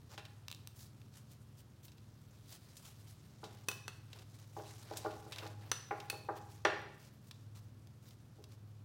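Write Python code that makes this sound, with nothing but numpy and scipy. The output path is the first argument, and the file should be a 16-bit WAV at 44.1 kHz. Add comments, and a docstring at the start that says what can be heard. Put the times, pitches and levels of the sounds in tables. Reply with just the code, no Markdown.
"""Ventilation hums throughout in a bare room that rings for about half a second.
Two hands start threading a nylon strap through a stiff, slotted panel on a padded bench: the webbing
rustles as its threads slip, and ticks where it or a fingernail catches an edge. From about 3.4 s the
panel rocks and knocks on the bench, and the strap's plastic buckle clicks against it.
The hardest knock lands near 6.7 s; faint rustles, ticks and one soft knock follow."""
import sys
import numpy as np
from scipy import signal
from scipy.fft import rfft, irfft, next_fast_len
from scipy.io import wavfile

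SR = 44100
rng = np.random.default_rng(int(sys.argv[2]) if len(sys.argv) > 2 else 0)


def wrap_up_sound(samples):
    """Save the sound to the file named by the first command line argument, as 16-bit audio."""
    columns = np.atleast_2d(samples).T
    # keep every value between -1 and 1, then stretch to whole-number steps
    tamed = np.clip(columns, -1, 1)
    steps = np.round(tamed * 32767).astype(np.int16)
    wavfile.write(sys.argv[1], SR, steps)


N = 389844
AGE = np.arange(int(.4 * SR)) / SR  # seconds since a hit
CUTOFF_HZ = 16000


def amp(db):
    """Decibels to gain."""
    return 10 ** (np.asarray(db) / 20)


def rms_one(x):
    """Scale to rms 1."""
    return x / np.sqrt(np.mean(x ** 2) + 1e-20)


def in_time(rows):
    """A level curve's value at every sample."""
    times, levels = np.transpose(rows)
    return np.interp(np.arange(N) / SR, times, levels)


def at_hz(points, hz):
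    """Read a table on a log-frequency axis."""
    f, value = np.transpose(points)
    return np.interp(np.log(np.maximum(hz, 1)), np.log(f), value)


def coloured(x, spectrum):
    """Minimum-phase EQ with this curve; white noise keeps its power."""
    size = 2 * next_fast_len(len(x))
    gain = rms_one(amp(at_hz(spectrum, np.fft.rfftfreq(size, 1 / SR))))
    cepstrum = irfft(np.log(gain))[:size // 2]
    cepstrum[1:] *= 2
    return irfft(rfft(x, size) * np.exp(rfft(cepstrum, size)))[:len(x)]


def butter(x, hz, kind, order=2):
    """Butterworth filter."""
    sections = signal.butter(order, np.clip(hz, 10, .45 * SR), kind, fs=SR, output="sos")
    return signal.sosfilt(sections, x)


def drift(per_s):
    """Random modulation of rms 1, gliding to a new value per_s times a second."""
    at = np.arange(N) / SR * per_s
    count = int(at[-1]) + 2
    return rms_one(np.interp(at, np.arange(count), rng.standard_normal(count)))


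def fade(t60):
    """Exponential decay from 1, down 60 dB after t60 seconds."""
    return np.exp(-np.log(1000) * AGE / max(t60, 1e-3)) + 1e-18


def ring(hz, t60):
    """One struck mode."""
    return np.sin(2 * np.pi * hz * AGE) * fade(t60)


def burst(t60, evenness=0.62):
    """Countless modes struck at once: dying noise. Evenness 1 makes them all equally strong."""
    noise = rng.standard_normal(len(AGE)) * fade(t60)
    modes = rfft(noise)
    even = irfft(modes / np.abs(modes) ** evenness, len(AGE)) * fade(8 * t60)
    return rms_one(even) * np.std(noise)


def add(track, start_s, sound):
    """Mix a sound in at its cue."""
    start = int(start_s * SR)
    track[start:start + len(sound)] += sound[:N - start]


# The low rush of moving air. Each row: frequency in Hz, EQ gain in dB.
AIR_EQ = [(20, -24), (40, -6), (55, -2), (90, 5), (180, 1), (280, -3), (450, -11), (800, -16),
          (1300, -17.5), (2200, -26), (4200, -26.5), (8000, -32.5), (16000, -35)]
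# The ventilation's steadier tones. Each row: pitch in Hz, rms level in dB, unsteadiness from 0 to 1.
HUM_TONES = [(70.6, -80, 0.71), (83.4, -72, 0.8), (120.3, -64, 0.39), (143.6, -66.5, 0.28),
             (171.7, -80.5, 0.8), (210.7, -75.5, 0.9)]
# The fan drone's swells and fades. Each row: time in seconds, level in dB.
DRONE_SWELLS = [(0.0, -65), (0.34, -57), (1.8, -69), (2.41, -59), (2.73, -70), (3.03, -56), (3.35, -75),
                (3.49, -60), (5.14, -55.5), (5.22, -61), (5.61, -50), (5.91, -62), (6.65, -56), (7.09, -72),
                (7.48, -53), (8.22, -66.5), (8.72, -53), (8.84, -55.5)]


def ventilation(drone_hz, drone_db, flutter_db, wander_rad):
    """The bed: a swelling fan drone and the ventilation's wavering tones over the rush of air."""
    turn = 2 * np.pi * np.arange(N) / SR
    out = amp(-63.5) * coloured(rng.standard_normal(N), AIR_EQ)
    for hz, db, unsteady in HUM_TONES:
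        level = np.sqrt(2) * amp(db) * (1 + unsteady * drift(2.24) / 2)
        out += level * np.sin(hz * turn + 2 * unsteady * drift(2))
    swell = np.sqrt(2) * amp(drone_db + in_time(DRONE_SWELLS) + flutter_db * drift(6))
    return out + swell * np.sin(drone_hz * turn + wander_rad * drift(2.044))


# The bare room's reverb. Each row: frequency in Hz, 60 dB decay time in seconds.
ROOM_DECAY = [(100, 1), (400, 0.63), (1500, 0.58), (3000, 0.69), (6000, 0.6), (10000, 0.25), (16000, 0.45)]


def room(x, build_s, treble_db):
    """Reflections thicken after a few milliseconds and die sooner in the treble."""
    age = np.arange(SR) / SR
    tail = np.zeros(SR)
    edges = np.geomspace(100, 18000, 10)
    for low, high in zip(edges, edges[1:]):
        band = butter(rng.standard_normal(SR), [low, high], "band", order=3)
        hz = np.sqrt(low * high)
        decay = np.exp(-np.log(1000) * age / at_hz(ROOM_DECAY, hz))
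        tail += band * amp(treble_db * hz / CUTOFF_HZ) * decay
    tail *= 1 - np.exp(-(age / build_s) ** 2)
    return signal.fftconvolve(x, rms_one(tail) / np.sqrt(SR))[:N]


def fibres(per_s, grain_db, hiss_db):
    """Threads slip one by one: tiny clicks of uneven size over a smooth hiss."""
    sizes = amp(grain_db * np.minimum(rng.exponential(1, N), 4)) * rng.choice([-1, 1], N)
    grains = rms_one(sizes * (rng.random(N) < per_s / SR))
    return rms_one(grains + amp(hiss_db) * rng.standard_normal(N))


def weave(patchy_db, judder_db):
    """The patch in contact keeps changing, so each band flickers while the whole strap judders."""
    edges = np.geomspace(300, 18000, 11)
    slips = [fibres(per_s=2500, grain_db=4.2, hiss_db=-3) for _ in range(2)]
    bands = [butter(slips[k % 2], [low, high], "band") * amp(patchy_db * drift(45))
             for k, (low, high) in enumerate(zip(edges, edges[1:]))]
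    return rms_one(sum(bands) * amp(judder_db * drift(180)))


# The tone of webbing on plastic and skin. Each row: frequency in Hz, EQ gain in dB.
WEBBING_EQ = [(150, -15.5), (600, 0), (1500, -1.5), (2500, -1), (4000, 0.5), (5800, 0.5), (7500, -2),
              (10000, -6.5), (13000, -7), (16000, -7)]
# Fingers working the webbing between strokes. Each row: time in seconds, level in dB.
FIDGET_LEVELS = [(0, -75), (2.1, -77), (2.7, -68.5), (3.4, -73.5), (4.7, -77.5), (6.0, -70.5), (6.9, -74.5),
                 (8.84, -82)]
# Slides of the strap. Each row: fastest moment in seconds, length in seconds, level in dB,
# brightness tilt in dB per octave.
STRAP_STROKES = [(0.13, 0.074, -59, -4), (0.813, 0.13, -61, 3), (1.172, 0.1, -67.5, -0.5),
                 (1.323, 0.063, -66.5, 3), (1.596, 0.058, -66, 2), (1.853, 0.054, -65, 4),
                 (2.529, 0.097, -57.5, 1.5), (2.876, .11, -60.5, 1), (3.106, 0.077, -64.5, 3),
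                 (3.523, 0.28, -69.5, -3), (4.17, 0.16, -61.5, -3.5), (4.402, 0.21, -70.5, -0.5),
                 (4.697, 0.4, -62.5, -0.5), (4.973, 0.32, -57.5, -3.5), (5.169, 0.3, -66.5, -2),
                 (5.42, 0.25, -55.5, -4.5), (5.648, 0.15, -60.5, -6), (6.372, 0.041, -63.5, 1),
                 (6.523, 0.073, -64.5, 2.5), (7.043, .12, -66.5, -0.5), (7.271, 0.071, -69.5, 3),
                 (7.573, 0.054, -63.5, 0.5), (8.085, 0.14, -70.5, 1), (8.523, .07, -70.5, -1.5)]


def strap(level_db, swell_power, pivot_hz, fidget_swing_db, fidgets_per_s):
    """Webbing slides, louder the faster it goes; between strokes it shifts faintly under the fingers."""
    threads = weave(patchy_db=2.0, judder_db=1.9)
    fidget = amp(in_time(FIDGET_LEVELS) + fidget_swing_db * drift(fidgets_per_s))
    out = fidget * coloured(threads, WEBBING_EQ)
    for peak_s, length, db, tilt in STRAP_STROKES:
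        start = max(peak_s - length / 2, 0)
        at = np.arange(int(start * SR), min(int((start + length) * SR), N))
        speed = np.interp(at / SR, [start, peak_s, start + length], [0, 1, 0])
        tilted_eq = [(hz, eq_db + tilt * np.log2(hz / pivot_hz)) for hz, eq_db in WEBBING_EQ]
        add(out, start, amp(db + level_db) * speed ** swell_power * coloured(threads[at], tilted_eq))
    return out


def snags(above_db, scatter_db, hz, t60):
    """Tick cues: each stroke catches faintly once, at a chance moment near its fastest."""
    return [(peak_s + length * (rng.random() - .5) / 2,
             db + above_db + scatter_db * rng.standard_normal(), hz, t60)
            for peak_s, length, db, _ in STRAP_STROKES]


# Webbing and fingernails catching on edges. Each row: start in seconds, level in dB,
# band centre in Hz, scuff decay time in seconds.
EDGE_CATCHES = [(0.178, -41, 2830, 0.12), (0.2523, -46, 3250, 0.069), (0.4831, -31, 4400, 0.0062),
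                (0.5021, -42, 3430, 0.013), (0.5149, -27.5, 3440, 0.002), (0.5268, -35.5, 3400, 0.0019),
                (0.548, -40, 4000, 0.0067), (0.6738, -35, 7500, 0.0054), (1.0163, -52.5, 2500, 0.023),
                (1.8818, -50, 3800, 0.041), (1.919, -53, 4500, 0.034), (1.982, -53.5, 4000, .018),
                (2.768, -44.5, 7200, 0.086), (3.440, -45, 4000, 0.12), (4.131, -41.5, 4000, .028),
                (4.193, -49, 4200, .025), (4.971, -33, 7700, 0.076), (5.322, -35, 3200, 0.089),
                (5.361, -38, 3580, 0.016), (5.384, -34.5, 3220, 0.059), (6.002, -38, 3300, 0.035),
                (7.3111, -39.5, 4000, 0.027), (7.872, -50, 4800, 0.0083), (8.108, -52, 4500, 0.025),
                (8.4406, -46, 4800, 0.025)]
# The buckle's modes, damped by fingers. Each row: pitch in Hz, gain in dB, decay time in seconds.
HELD_BUCKLE_MODES = [(1190, -47, 0.016), (1800, -36.5, 0.017), (2755, -36.5, 0.024), (3200, -47, .012),
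                     (3990, -37.5, 0.024)]
# The tone all ticks share. Each row: frequency in Hz, EQ gain in dB.
TICK_EQ = [(150, -26), (500, -9), (1000, 0.5), (1600, -5), (3200, -1), (4500, -1), (6300, -5), (8200, -6),
           (11000, -8), (16000, -5.5)]


def ticks(level_db, band_spread, edge_db, release_db, scuff_db):
    """Each catch lets go with one sharp snap and a short, duller scuff; the held buckle colours both."""
    out = np.zeros(N)
    snap = amp(release_db) * (AGE == 0)
    for start, db, hz, t60 in EDGE_CATCHES + snags(above_db=5.5, scatter_db=3, hz=4500, t60=0.026):
        band_hz = [hz / (1 + band_spread), hz * (1 + band_spread)]
        catch = butter(snap + amp(scuff_db) * burst(t60), band_hz, "band", order=1)
        add(out, start, amp(db) * (catch + amp(edge_db) * snap))
    body = sum(amp(db) * ring(hz, t60) for hz, db, t60 in HELD_BUCKLE_MODES)
    return amp(level_db) * coloured(out + signal.fftconvolve(out, body)[:N], TICK_EQ)


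# The buckle's three main rings. Each row: pitch in Hz, level in dB, decay time in seconds.
BUCKLE_MODES = [(2570, -4, .058), (4400, -4, .033), (5920, -2.5, .024)]
# Its faint upper rings. Each row: pitch in Hz, level in dB, decay time in seconds.
BUCKLE_OVERTONES = [(7750, -21, .04), (8950, -18, .035), (10250, -14, .015), (14850, -13, .02)]
# The crack of hard plastic. Each row: frequency in Hz, EQ gain in dB.
CRACK_EQ = [(150, -16), (400, -6), (800, -6.5), (1300, -1.5), (1800, -3), (2200, -9.5), (3700, -4),
            (5000, -8), (7700, -9.5), (10200, -8.5), (12500, -12.5), (15000, -8.5)]
# The buckle hitting the panel. Each row: start in seconds, level in dB, contact cut-off in Hz,
# pitch ratio under the grip, then a trim in dB for each of the three main rings.
BUCKLE_CLICKS = [(3.6855, -25.5, 15000, 1, -0.5, -16, -3.5), (3.7144, -36, 7000, 1.16, -9, -14, -10),
                 (3.88, -31, 4000, 1.02, -11, -17, -15), (5.7157, -21, 5350, 1.01, -19, -14, -0.5),
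                 (6.0994, -28, 15500, 1, -2.5, -0.5, -12), (6.6499, -36.5, 4000, 0.96, -17, -24, 6)]


def buckle(crack_db, crack_t60, linger_db, linger_t60, overtones_db):
    """A short crack and three rings, balanced by where the buckle is hit; a faint part rings on."""
    out = np.zeros(N)
    overtones = sum(amp(db + overtones_db) * ring(hz, t60) for hz, db, t60 in BUCKLE_OVERTONES)
    for start, db, contact_hz, grip, *trims_db in BUCKLE_CLICKS:
        rings = np.zeros(len(AGE))
        for (hz, mode_db, t60), trim_db in zip(BUCKLE_MODES, trims_db):
            linger = amp(linger_db) * ring(hz * grip, linger_t60)
            rings += amp(mode_db + trim_db) * (ring(hz * grip, t60) + linger)
        crack = amp(crack_db) * coloured(burst(crack_t60), CRACK_EQ)
        attack = butter(crack + overtones, contact_hz, "low", order=1)
        add(out, start, amp(db) * (rings + attack))
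    return out


# The panel's body. Each row: pitch in Hz, level in dB, decay time in seconds before contact scales it.
PANEL_MODES = [(242, -23, .12), (320, -12, .17), (396, -14, .18), (424, -9.5, .18), (452, -6, .06),
               (625, -11, .18), (742, -11, .1), (824, -.5, .1), (990, -12, .08), (1047, -11, .1),
               (1170, -9, .05), (1415, -4, .055), (1560, -6, .04), (1680, -7, .045), (1810, -5, .05),
               (2215, -11, .025)]
# The clatter of its dense, quickly damped modes. Each row: frequency in Hz, EQ gain in dB.
CLATTER_EQ = [(120, -36), (350, -3), (900, -4), (1600, -3.5), (2300, -6.5), (3000, -12), (5000, -12),
              (9000, -3), (16000, -10.5)]
# The panel landing on the bench. Each row: start in seconds, level in dB, contact cut-off in Hz.
PANEL_KNOCKS = [(0.178, -46, 4000), (3.431, -42, 1130), (3.684, -45, 1800), (4.565, -37.5, 880),
                (4.596, -41.5, 1030), (4.910, -38.5, 900), (5.048, -31.5, 910), (5.060, -36, 1250),
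                (5.263, -46, 890), (5.424, -41.5, 1070), (5.458, -45.5, 1500), (5.909, -31.5, 2040),
                (6.128, -39, 945), (6.2868, -30.5, 1290), (6.6507, -21.5, 3870), (8.384, -50, 560)]


def panel(modes_db, clatter_db, clatter_t60, scatter_db, neutral_contact_hz):
    """The panel drops on the bench; a softer contact wakes fewer modes and lets them ring longer."""
    out = np.zeros(N)
    for start, db, contact_hz in PANEL_KNOCKS:
        # A harder landing presses the panel into the padding and shortens its ring.
        stretch = (neutral_contact_hz / contact_hz) ** 0.31
        modes = sum((-1) ** k * amp(mode_db + scatter_db * rng.standard_normal()) * ring(hz, t60 * stretch)
                    for k, (hz, mode_db, t60) in enumerate(PANEL_MODES))
        clatter = amp(clatter_db) * coloured(burst(clatter_t60 * stretch), CLATTER_EQ)
        knock = butter(amp(modes_db) * modes + clatter, contact_hz, "low", order=4)
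        add(out, start, amp(db) * knock)
    return out


def scene():
    """The mix: the wide panel fills the room more than the small parts close to the microphone."""
    knocks = panel(modes_db=-5.5, clatter_db=5, clatter_t60=0.059, scatter_db=2, neutral_contact_hz=1900)
    clicks = buckle(crack_db=-2, crack_t60=0.028, linger_db=-30, linger_t60=0.16, overtones_db=0.5)
    catches = ticks(level_db=0.5, band_spread=0.47, edge_db=-4.5, release_db=6.5, scuff_db=-2)
    rustle = strap(level_db=0.5, swell_power=0.68, pivot_hz=4000, fidget_swing_db=1, fidgets_per_s=19)
    send = amp(-3.5) * knocks + amp(-9) * clicks + amp(-11.5) * catches + amp(-14.5) * rustle
    reverb = room(send, build_s=0.0023, treble_db=2.5)
    bed = ventilation(drone_hz=104, drone_db=-0.5, flutter_db=0.7, wander_rad=0.45)
    return (knocks + clicks + catches + rustle + reverb + bed)[None]


def record(dry):
    """A steep low-pass takes off the very top."""
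    return signal.sosfilt(signal.ellip(10, .1, 80, CUTOFF_HZ, fs=SR, output="sos"), dry)


dry = scene()
out = record(dry)
wrap_up_sound(out)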